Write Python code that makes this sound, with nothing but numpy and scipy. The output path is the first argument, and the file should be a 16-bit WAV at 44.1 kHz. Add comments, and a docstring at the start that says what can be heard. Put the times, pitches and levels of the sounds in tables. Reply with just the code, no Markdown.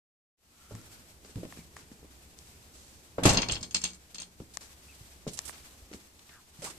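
"""Someone steps out through a glass patio door onto wet paving in light rain, holding a camera.
First a faint hiss of drizzle and clothes fades in, the door swings open, and feet pad outside.
About three seconds in, the door bangs shut: the latch snaps, the panel booms, the rubber seal thuds.
For the next second the metal latch and handle clack and rattle as they settle.
Then come more soft steps, scuffs and squeaks of wet soles, while a few drops tick on the camera."""
import sys
import numpy as np
from scipy import signal
from scipy.fft import rfft, irfft
from scipy.io import wavfile
from scipy.ndimage import uniform_filter1d

SR = 44100
rng = np.random.default_rng(int(sys.argv[2]) if len(sys.argv) > 2 else 0)


def unload_audio(sound):
    """Save the sound as a 16-bit wav file, at the path given as the first command line argument."""
    columns = np.transpose(np.atleast_2d(sound))
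    # keep every value between -1 and 1, then stretch to whole-number steps
    steps = np.round(np.clip(columns, -1, 1) * 32767)
    wavfile.write(sys.argv[1], SR, steps.astype(np.int16))


N = 298998
TIME = np.arange(N) / SR

# the door opening, then slamming and shaking: (time [s], level [dB], treble limit [Hz])
DOOR_BLOWS = [(0.71, -43, 646), (0.7182, -36, 280), (0.737, -31.5, 140), (1.359, -30.5, 263),
              (3.181, -30, 1740), (3.226, -26, 975), (3.2515, -14, 3730), (3.28, -12.5, 90),
              (3.3, -24.5, 300), (3.332, -24.5, 1510), (3.364, -30.5, 1900), (3.417, -41, 1100),
              (3.486, -32.5, 995), (3.514, -24.5, 152), (3.562, -42, 254), (3.606, -38, 263),
              (3.629, -47, 900)]
# the notes of the door panel and its glass: (pitch [Hz], level [dB], ring time [s])
PANEL_NOTES = [(28, -23, 0.37), (65.8, -13, 0.16), (109.2, 1, 0.15), (136.6, -20, 0.14), (182, -4, 0.22),
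               (201.3, -15, 0.26), (247.2, -18.5, 0.65), (255, -17, 0.19), (328, -18, 0.77),
               (354, -6.5, 0.085), (468, -19.5, 0.54), (557, -26, 0.94), (646, 2, 0.054), (828, -25, 0.47),
               (849, -6.5, 0.26), (940, -14.5, 0.44), (1102, -12, 0.12), (1103, -17, 0.57),
               (1224, -10, 0.12), (1284, -21, 0.48), (1550, -12, 0.32), (1700, -31, 0.46)]
# the frame's many small vibrations, heard as noise: (frequency [Hz], level [dB])
FRAME_COLOUR = [(20, -22), (50, -24), (115, -3), (190, 0), (270, -0.5), (380, -4), (700, -3.5), (1200, -12),
                (2500, -11), (8000, -8), (15000, -37)]
def door(panel_db=-6, frame_db=-1, slam_ring_s=0.36, half_ring_db=34):
    """Each blow makes the panel boom and the frame shake; harder blows shake the frame longer."""
    out, t = np.zeros((2, N)), TIME[:SR]
    hardest_db = max(row[1] for row in DOOR_BLOWS)
    for s, db, treble_hz in DOOR_BLOWS:
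        ring_s = slam_ring_s * 2 ** ((db - hardest_db) / half_ring_db)
        panel = amp(panel_db) * ring(PANEL_NOTES, t, path_s=0.00023)
        frame = amp(frame_db) * noise(FRAME_COLOUR, SR) * fade(t, ring_s)
        blow = (panel + frame) * (1 - fade(t, 0.012))
        add(out, s, amp(db) * cut_treble(blow, treble_hz, order=2))
    return out + amp(-11) * yard_echo(out)


# the door pressing into its seal: (time [s], level [dB], pitch [Hz], time to peak [cycles])
SEAL_THUDS = [(3.189, -34.5, 322, 1.7), (3.253, -14.5, 364, 0.46), (3.255, -15.5, 115, 0.7),
              (3.28, -29, 42, .6), (3.3, -20.5, 148, 0.6), (3.351, -33, 32, 0.53), (3.511, -36, 62, .9)]
def rubber_seal():
    """The rubber seal catches the closing door with dull thuds."""
    out = np.zeros((2, N))
    for s, db, hz, cycles in SEAL_THUDS:
        add(out, s, amp(db) * thump(hz, ring_s=0.16, rumble_db=-6.5, cycles=cycles))
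    return out + amp(-17) * yard_echo(out)


# the notes of the hollow frame: (pitch [Hz], level [dB], ring time [s])
FRAME_NOTES = [(490, -1, 0.077), (548, 1, 0.042), (1017, -14, 0.055), (1385, -4, 0.024)]
def frame_knock(at_s=3.1825, level_db=-24):
    """The door's edge knocks on the hollow frame just before the slam."""
    out, t = np.zeros((2, N)), TIME[:SR // 4]
    knock = ring(FRAME_NOTES, t, path_s=0.00047) * (1 - fade(t, 0.0066))
    add(out, at_s, amp(level_db) * cut_treble(knock, 2500, order=2))
    return out + amp(-14) * yard_echo(out)


BOLT_S = 3.235
def latch_bolt(width_hz=2600):
    """The springy bolt hits its metal catch: a bright snap and a lower, longer ring."""
    out, t = np.zeros((2, N)), TIME[:SR // 10]
    for db, hz, ring_s in [(-21, 8400, 0.003), (-28, 2900, 0.12)]:
        metal = note_clusters([(hz, width_hz, 0)], len(t), vary_db=0)
        add(out, BOLT_S, amp(db) * metal * fade(t, ring_s))
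    return out


# latch and handle hits: (time [s], level [dB], treble limit [Hz], bounce compared with hit [dB],
# rise time [s], boosted pitch [Hz])
LOCK_HITS = [(3.236, -30, 11200, -1, 0.0017, 7500), (3.2534, -21.5, 14400, -13, 0.0048, 7600),
             (3.291, -17, 8400, -8, 0.002, 6500), (3.3328, -31, 12500, 6.5, 0.0023, 7600),
             (3.3707, -15.5, 5900, 3, 0.0024, 4250), (3.4164, -22, 6300, 5.5, 0.0043, 6400),
             (3.484, -26.5, 6470, 6.5, 0.0031, 4200), (3.511, -28, 6750, 3.5, 0.0022, 4330),
             (3.5203, -29, 9400, 0, 0.00093, 7600), (3.543, -34.5, 6100, 6, 0.0025, 5370),
             (3.5534, -32.5, 6200, 5.5, .002, 4370), (3.6087, -44, 7700, -11, .001, 5340),
             (3.628, -32, 8600, -3, 0.0022, 5450), (3.7086, -42, 8640, -6, 0.0019, 6500),
             (3.745, -19, 8070, -5.5, 0.0015, 4750), (3.765, -31, 8000, -11, 0.0023, 6900),
             (3.814, -37, 8650, -4, 0.003, 6740), (3.8378, -23, 8600, -3, .002, 6500),
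             (3.857, -34.5, 7700, -4, .002, 6500), (3.875, -42.5, 8350, -1, .002, 7450),
             (3.902, -46, 8100, -2, .002, 4400), (3.932, -49.5, 8900, -11, .002, 7600),
             (3.945, -51.5, 9700, -13, 0.00086, 7600), (4.1444, -39, 9900, 1, 0.0016, 7500),
             (4.1822, -37.5, 6600, 3, 0.0014, 4550), (4.199, -37, 9500, -6, 0.0023, 7500),
             (4.217, -36.5, 7900, -1.5, 0.0024, 7550)]
# the handle's spring being let go: (time [s], level [dB])
SPRING_RELEASES = [(3.747, -46), (3.838, -46.5), (4.149, -58.5), (4.199, -57.5)]
# the low notes of the spring and the panel that holds it: (pitch [Hz], level [dB], ring time [s])
SPRING_NOTES = [(65, -6, .7), (178, 0, 0.55), (189, -8, 0.4), (234, -6, 0.33), (328, -8, .4),
                (458, -12, .45)]
def lock_rattle(clack_ring_s=0.077, chatter_s=0.37, settle_s=0.021, bounce_s=0.0105, echo_s=0.015):
    """Each clack is followed by a duller bounce and an echo off the wall; the handle's spring hums."""
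    out = np.zeros((2, N))
    for s, db, treble_hz, bounce_db, rise_s, boost_hz in LOCK_HITS:
        # hits close to the bolt's snap ring longer
        ring_s = clack_ring_s + chatter_s * np.exp(-abs(s - BOLT_S) / settle_s)
        hit = amp(db) * clack(treble_hz, ring_s, rise_s, boost_hz)
        bounce = clack(0.52 * treble_hz, ring_s, rise_s, boost_hz=3190, bite_db=-7.5)
        add(out, s, hit)
        add(out, s + bounce_s, amp(db + bounce_db) * bounce)
        add(out, s + echo_s, amp(-15) * hit[::-1])  # left and right swap
    for s, db in SPRING_RELEASES:
        add(out, s, amp(db) * ring(SPRING_NOTES, TIME[:SR]))
    return out + amp(-12) * yard_echo(out)


# the crack of the lock's case: (frequency [Hz], level [dB])
CASE_COLOUR = [(60, -37), (250, -14.5), (900, -7), (2000, -6), (2900, -12.5), (3700, -3), (4600, -4),
               (5700, -0.5), (6400, 2), (7800, 1), (9200, -3.5), (11000, -6.5), (14500, -16)]
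# bunches of close notes in the lock's metal parts: (centre [Hz], width [Hz], level [dB])
METAL_CLUSTERS = [(2450, 130, -7.5), (2737, 240, -2), (3270, 510, -4), (3740, 200, -3), (4297, 215, 4),
                  (4530, 110, -0.5), (4850, 320, -1.5), (5220, 450, -2.5), (6324, 230, 5.5),
                  (6850, 400, -7), (7510, 270, 4.5), (8740, 220, 4), (10060, 400, -5)]
# the handle's clear notes: (pitch [Hz], level [dB], ring time [s])
HANDLE_NOTES = [(2270, -11, 0.3), (2730, -14.5, 0.22), (3210, -8.5, 0.14), (3850, -11, 0.22),
                (4190, -2, 0.27), (4440, -3.5, 0.3), (4600, -4, 0.2), (5350, -8.5, 0.4),
                (6150, -10.5, 0.17), (7470, -13, 0.22)]
def clack(treble_hz, ring_s, rise_s, boost_hz, bite_db=-2, bite_s=0.0059):
    """Metal parts collide in the lock: a rough crack, a brief chime and the handle's clear notes."""
    t = TIME[:SR // 3]
    crack = amp(-7) * noise(CASE_COLOUR, len(t)) * fade(t, ring_s)
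    # the parts stay pressed together, so most of the chime dies with the crack
    chime_fade = amp(-5.5) * fade(t, ring_s) + amp(-19) * fade(t, 0.17)
    chime = note_clusters(METAL_CLUSTERS, len(t), vary_db=2.9, boost_hz=boost_hz) * chime_fade
    bite = 1 + amp(bite_db) * np.exp(-((t - rise_s) / bite_s) ** 2)  # a louder start
    chatter = roughness(len(t), depth_db=1.15, grain_samples=36)
    handle = amp(-23) * ring(HANDLE_NOTES, t, path_s=0.000475)
    hit = ((crack + chime) * bite * chatter + handle) * np.minimum(t / rise_s, 1)
    return cut_treble(hit, treble_hz, order=5)


def note_clusters(peaks, size, vary_db, boost_hz=0, boost_db=5, boost_width_hz=450):
    """Struck metal rings at many close pitches; each bunch's level varies by about vary_db."""
    hz = np.fft.rfftfreq(size, 1 / SR)
    power = 0
    for centre, width, db in peaks:
        strength = amp(db + vary_db * rng.standard_normal())
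        power += (strength / (1 + ((hz - centre) / width * 2) ** 2)) ** 2
    boost = amp(boost_db * np.exp(-((hz - boost_hz) / boost_width_hz) ** 2))
    white = rfft(rng.standard_normal((2, size)))
    return unit(irfft(white * np.sqrt(power) * boost, size))


# feet landing: (time [s], thump level [dB], pitch [Hz], heel click [dB], grit [dB],
# toe compared with heel [dB])
FOOTFALLS = [(.709, -39.5, 550, -68, -61, -15), (1.248, -45.5, 455, -53, -58, -9),
             (1.295, -48, 387, -67, -60, -0.5), (1.357, -34, 126, -52, -68, -4),
             (1.384, -44, 400, -73, -72, -15), (1.432, -27.5, 383, -58, -70, -7),
             (1.453, -39.5, 540, -58, -67, -22), (1.572, -40.5, 295, -54, -60, -0.5),
             (1.916, -40, 254, -58.5, -62, -11), (2.029, -44, 506, -77, -81, 2.5),
             (4.4015, -35, 410, -57, -63, -5), (5.01, -42.5, 93, -74, -69, -13),
             (5.267, -26, 435, -64, -53, -18), (5.82, -45.5, 69.5, -75, -69, -8),
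             (5.9143, -40.5, 373, -56, -67, -18), (5.9295, -43, 252, -51, -51.5, -1.5),
             (6.59, -42.5, 149, -65, -61, -7)]
# wet soles pressing flat: (time [s], level [dB], pitch [Hz])
SOLE_SQUASHES = [(4.403, -39, 164), (5.273, -31, 186), (5.2785, -34, 440), (5.9442, -36, 282),
                 (6.688, -47, 230)]
def footsteps(grit_delay_s=0.0058, toe_delay_s=0.017, toe_pitch_ratio=0.68):
    """The heel lands with a click, grit slides under the sole, and the foot rolls onto its toe."""
    out = np.zeros((2, N))
    for s, db, hz, click_db, grit_db, toe_db in FOOTFALLS:
        add(out, s, amp(db) * thump(hz, ring_s=0.078))
        add(out, s, amp(click_db) * rub(length_s=0.0045, centre_hz=4730, scrape_db=1.5))
        add(out, s + grit_delay_s, amp(grit_db) * rub(length_s=0.03, centre_hz=6500, scrape_db=-6))
        add(out, s + toe_delay_s, amp(db + toe_db) * thump(toe_pitch_ratio * hz, ring_s=0.11))
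    for s, db, hz in SOLE_SQUASHES:
        add(out, s, amp(db) * thump(hz, ring_s=0.11))
    return out + amp(-17) * yard_echo(out)


def thump(hz, ring_s, rumble_db=-9, cycles=0.45):
    """A soft bump gives a quick push of air and a short rumble around the same pitch."""
    t = TIME[:SR // 2]
    age = t * hz / cycles
    push = -age * np.exp(1 - age ** 1.01) * np.sin(2 * np.pi * hz * t)
    rumble = noise([(hz / 5, -9), (hz, 0), (hz * 1.05, -5), (hz * 4, -25), (15000, -55)], len(t))
    return push + amp(rumble_db) * rumble * fade(t, ring_s) * (1 - fade(t, 0.0078))


# drops on the camera: (time [s], click level [dB], knock level [dB], left over right [dB])
DROP_HITS = [(0.752, -28.5, -43, 3), (0.815, -36, -58, 11), (1.525, -32, -36, 2), (1.7673, -27.5, -34, 2),
             (2.389, -29.5, -66, 16), (4.572, -12.5, -32, 13), (5.3905, -11, -35.5, 16.5),
             (5.495, -40, -35.5, 16)]
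# the notes of the camera's shell: (pitch [Hz], level [dB], ring time [s])
SHELL_NOTES = [(780, -10, .011), (1150, -3, .01), (1800, -1, .008)]
def camera_drops(click_hz=6800, click_ring_s=0.0008):
    """A raindrop hits the camera: a dry click and a brief hollow knock from the shell."""
    out, t = np.zeros((2, N)), TIME[:SR // 20]
    for s, click_db, knock_db, side_db in DROP_HITS:
        click = cut_bass(ring([(click_hz, click_db, click_ring_s)], t), 3800, order=2)
        knock = cut_bass(amp(knock_db) * ring(SHELL_NOTES, t), 550, order=2)
        add(out, s, pan(side_db) * cut_treble(click + knock, 10500, order=4))
    return out


# strokes of soles and sleeves: (time [s], length [s], level [dB], scrape compared with swish [dB],
# left over right [dB], swish centre [Hz])
SCUFF_STROKES = [(1.452, 0.0026, -56, 8, 0, 5000), (1.763, 0.082, -55.5, -0.5, 0, 6530),
                 (2.374, 0.15, -62.5, -19, -3, 6900), (2.736, 0.28, -58, -11, -3, 6160),
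                 (4.538, 0.02, -48.5, -24, -1, 6700), (4.608, 0.065, -51.5, -4.5, 1.5, 6500),
                 (5.277, 0.026, -41.5, -19, 0, 5330), (5.2783, 0.0017, -59, 7, 5, 5000),
                 (5.315, 0.032, -53, -25, -5, 7000), (5.334, 0.025, -45.5, -31, -11, 7600),
                 (5.373, 0.024, -44, -11, -9, 6200), (5.417, 0.0058, -51, -27, -12, 8400),
                 (5.453, 0.026, -49.5, -16, -21.5, 8100), (5.478, 0.03, -46.5, -7.5, -17, 7900),
                 (5.527, 0.045, -55, 1.5, -1, 5000), (5.58, 0.0035, -53, -1, -9, 5200),
                 (5.936, .004, -49, 3.5, -3, 5000), (6.193, 0.0042, -51.5, -6, 0, 4600),
                 (6.292, 0.0089, -53, -1, 2.5, 3600), (6.62, 0.051, -45, -5, -2, 6760),
                 (6.642, 0.048, -40, -5, -3, 6900), (6.7, 0.021, -45.5, -3.5, -4, 6500)]
def scuffs():
    """Soles drag and sleeves brush around the camera."""
    out = np.zeros((2, N))
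    for s, length_s, db, scrape_db, side_db, centre_hz in SCUFF_STROKES:
        add(out, s, amp(db) * pan(side_db) * rub(length_s, centre_hz, scrape_db))
    return out


# the high swish of rubbing: (frequency [times the centre], level [dB])
SWISH_COLOUR = [(.03, -42.5), (.35, 1), (.5, 6), (.68, 9.5), (1.2, 10), (1.7, 1), (2.6, -18)]
# the lower scrape under it: (frequency [Hz], level [dB])
SCRAPE_COLOUR = [(60, 1), (250, 11), (520, 6), (750, 4), (1000, 5), (1500, 7), (3000, 2), (8000, -57)]
def rub(length_s, centre_hz, scrape_db):
    """Gritty rubbing that catches quickly and slides to a stop."""
    t = TIME[:SR // 2]
    grit = roughness(len(t), depth_db=1, grain_samples=40)
    swish = noise([(ratio * centre_hz, db) for ratio, db in SWISH_COLOUR], len(t))
    scrape = amp(scrape_db) * noise(SCRAPE_COLOUR, len(t))
    stroke = (1 - fade(t, 0.047 * length_s)) * np.exp(-(t / length_s) ** 2)
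    return (swish + scrape) * grit * stroke


# faint squeaks of the door seal and wet soles: (time [s], length [s], level [dB], first pitch [Hz],
# middle pitch [Hz], last pitch [Hz], width [Hz])
SQUEAK_GLIDES = [(0.48, 0.6, -67.5, 1317, 1350, 1453, 220), (1.56, 0.071, -62.5, 2410, 2310, 2090, 300),
                 (4.872, 0.07, -59.5, 2270, 2610, 1950, 150), (6.29, 0.125, -58.5, 1680, 1593, 910, 523),
                 (6.615, .05, -47, 574, 495, 590, 202), (6.649, 0.055, -47.5, 790, 1040, 980, 380)]
def squeaks():
    """Rubbing makes one breathy note that slides along a curve through three pitches."""
    out = np.zeros((2, N))
    for s, length_s, db, *pitches, width_hz in SQUEAK_GLIDES:
        progress = np.linspace(0, 1, round(length_s * SR))
        hz = np.polyval(np.polyfit([0, .5, 1], pitches, 2), progress)
        flutter = cut_treble(rng.standard_normal((2, len(progress))), width_hz / 2, order=2)
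        phase = 2 * np.pi * np.cumsum(hz) / SR
        note = unit(flutter[0] * np.cos(phase) + flutter[1] * np.sin(phase))
        add(out, s, amp(db) * note * np.sin(np.pi * progress))
    return out


# the far rumble: (frequency [Hz], level [dB])
RUMBLE_COLOUR = [(20, -7), (45, -7), (66, 6.5), (95, -4.5), (170, -6.5), (350, -10), (600, -15.5),
                 (1200, -24), (3000, -34.5)]
# the background hiss of drizzle and rustling clothes: (frequency [Hz], level [dB])
HISS_COLOUR = [(100, -41), (700, 3.5), (1500, 3), (2500, 3.5), (4400, 3), (6000, 3.5), (8000, 4),
               (9500, -1), (12000, 0.5), (14500, -7)]
# the rumble's loudness, in one list before the slam and one after: (time [s], relative level [dB])
RUMBLE_LEVELS = [
    [(0.55, -69), (0.76, -61), (2.36, -60), (3.12, -60)],
    [(4.0, -63.5), (5.64, -60), (6.49, -65.5), (6.78, -56)],
]
# the same for the hiss, swelling with movement and dipping after the slam: (time [s], relative level [dB])
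HISS_LEVELS = [
    [(0.55, -70), (0.61, -66.5), (0.82, -60.5), (1.08, -62.5), (1.2, -66), (1.29, -64), (1.42, -60.5),
     (1.6, -59), (1.7, -66), (1.96, -65.5), (2.18, -64.5), (2.32, -63), (3.12, -65)],
    [(4.0, -65.5), (4.35, -67), (4.46, -65.5), (4.73, -63), (5.15, -61.5), (5.26, -65), (5.4, -59),
     (5.54, -58), (5.73, -59.5), (5.8, -63), (5.89, -65), (5.98, -61), (6.14, -66.5), (6.22, -62.5),
     (6.36, -64), (6.45, -68), (6.55, -62.5), (6.78, -60)],
]
def background(rumble_db=2, hiss_db=5, patter_db=-17, drops_per_s=60, waver_db=1.37):
    """A far rumble, the hiss of drizzle and rustling clothes, and fine drops landing on the stone."""
    rumble_gain = amp(rumble_db + np.interp(TIME, *np.concatenate(RUMBLE_LEVELS).T))
    hiss_gain = amp(hiss_db + np.interp(TIME, *np.concatenate(HISS_LEVELS).T))
    rumble = noise(RUMBLE_COLOUR, N)
    landings = (rng.random((2, N)) < drops_per_s / SR) * rng.exponential(1, (2, N))
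    splash = noise(HISS_COLOUR, 512) * fade(TIME[:512], .008)
    patter = unit(signal.oaconvolve(landings, splash, axes=1)[:, :N])
    hiss = (noise(HISS_COLOUR, N) + amp(patter_db) * patter) * amp(waver_db * waver(top_hz=22))
    return rumble * rumble_gain + hiss * hiss_gain


# how long the yard echoes: (frequency [Hz], ring time [s])
ECHO_TIMES = [(60, 0.49), (250, 0.58), (1000, 0.41), (4000, 0.12), (8000, 0.26), (14000, 0.2)]
def yard_echo(x):
    """Sound bounces off the house wall, steps and paving; the treble dies before the bass."""
    hz, t, bands = signal.stft(noise([(20, 0), (15000, 0)], SR), SR, nperseg=256)
    bands = bands * fade(t, look_up(ECHO_TIMES, hz)[:, None]) * (1 - fade(t, 0.026))
    tail = signal.istft(bands, SR, nperseg=256)[1]
    return signal.fftconvolve(x, tail / np.linalg.norm(tail[0]), axes=1)[:, :N]


# how alike the left and right sides are: (frequency [Hz], likeness [-1 to 1])
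SIDE_LIKENESS = [(60, 0.88), (350, 0.89), (750, 0.39), (1500, -0.18), (3000, 0.046), (14000, -0.096)]
def noise(colour, size):
    """Stereo noise, alike on both sides in the bass; its colour sets the level at each frequency."""
    hz = np.fft.rfftfreq(size, 1 / SR)
    a, b = rfft(rng.standard_normal((2, size)))
    same = look_up(SIDE_LIKENESS, hz)
    mid, side = a * np.sqrt(1 + same), b * np.sqrt(1 - same)
    return unit(irfft(np.array([mid + side, mid - side]) * amp(look_up(colour, hz)), size))


def ring(notes, t, path_s=0):
    """Fading notes of a struck object; each reaches the two ears up to path_s apart."""
    return sum(amp(db) * fade(t, ring_s) * np.sin(2 * np.pi * hz * (t + path_s * rng.random((2, 1))))
               for hz, db, ring_s in notes)


def roughness(size, depth_db, grain_samples):
    """A fast random flicker in loudness."""
    return amp(depth_db * unit(uniform_filter1d(rng.standard_normal(size), grain_samples)))


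def waver(top_hz):
    """A slow random drift."""
    hz = np.fft.rfftfreq(N, 1 / SR)
    return unit(irfft(rfft(rng.standard_normal(N)) * np.exp(-(hz / top_hz) ** 2), N))


def fade(t, ring_s):
    """Falls by 60 dB in the ring time."""
    return np.exp(-np.log(1000) * t / ring_s)


def cut_treble(x, hz, order):
    """A softer hit makes less treble."""
    return signal.sosfilt(signal.butter(order, hz, fs=SR, output="sos"), x)


def cut_bass(x, hz, order):
    """Small things give off little bass."""
    return signal.sosfilt(signal.butter(order, hz, "high", fs=SR, output="sos"), x)


def amp(db):
    """Turns decibels into a multiplier."""
    return 10 ** (np.asarray(db) / 20)


def unit(x):
    """Scales to an average strength (rms) of 1."""
    return x / np.sqrt(np.mean(x ** 2) + 1e-20)


def look_up(points, hz):
    """Reads between (frequency, value) points, with octaves evenly spaced."""
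    known_hz, values = np.transpose(points)
    return np.interp(np.log(hz + 1), np.log(known_hz + 1), values)


def add(mix, s, sound):
    """Mixes a sound in at s seconds."""
    part = mix[:, round(s * SR):][:, :sound.shape[-1]]
    part += sound[..., :part.shape[1]]


def pan(db):
    """Two multipliers that make the left side db louder than the right."""
    return amp(np.array([[.5], [-.5]]) * db)


def pan_by_pitch(x, points):
    """Gives each frequency its own left-right balance."""
    return irfft(rfft(x) * pan(look_up(points, np.fft.rfftfreq(N, 1 / SR))), N)


# the balance of sound from behind: (frequency [Hz], left over right [dB])
BEHIND_BALANCE = [(3000, -1), (8200, 2), (9500, 3), (11500, -18), (14000, -4)]
def scene():
    """The door is behind the camera; everything else is near or all around."""
    behind = pan_by_pitch(door() + latch_bolt() + lock_rattle(), BEHIND_BALANCE)
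    doorway = behind + frame_knock() + rubber_seal()
    return doorway + footsteps() + camera_drops() + scuffs() + squeaks() + background()


# the balance of the two microphone openings: (frequency [Hz], left over right [dB])
MIC_BALANCE = [(100, -0.5), (1000, 0), (2400, 4), (3400, 0), (4400, 5), (5600, 3), (6400, 2.5), (7200, -2),
               (8200, -9), (9000, -2.5), (10000, -5), (12000, 4)]
FADE_IN_S, TOP_HZ = (0.37, 0.49), 14750
def record(dry):
    """The microphone tilts the balance, fades in, and drops the highest treble."""
    heard = pan_by_pitch(dry, MIC_BALANCE) * np.interp(TIME, FADE_IN_S, (0, 1))
    treble_filter = signal.firwin(511, TOP_HZ, window=("kaiser", 9), fs=SR)
    return signal.oaconvolve(heard, treble_filter[None], "same")


dry = scene()
out = record(dry)
unload_audio(out)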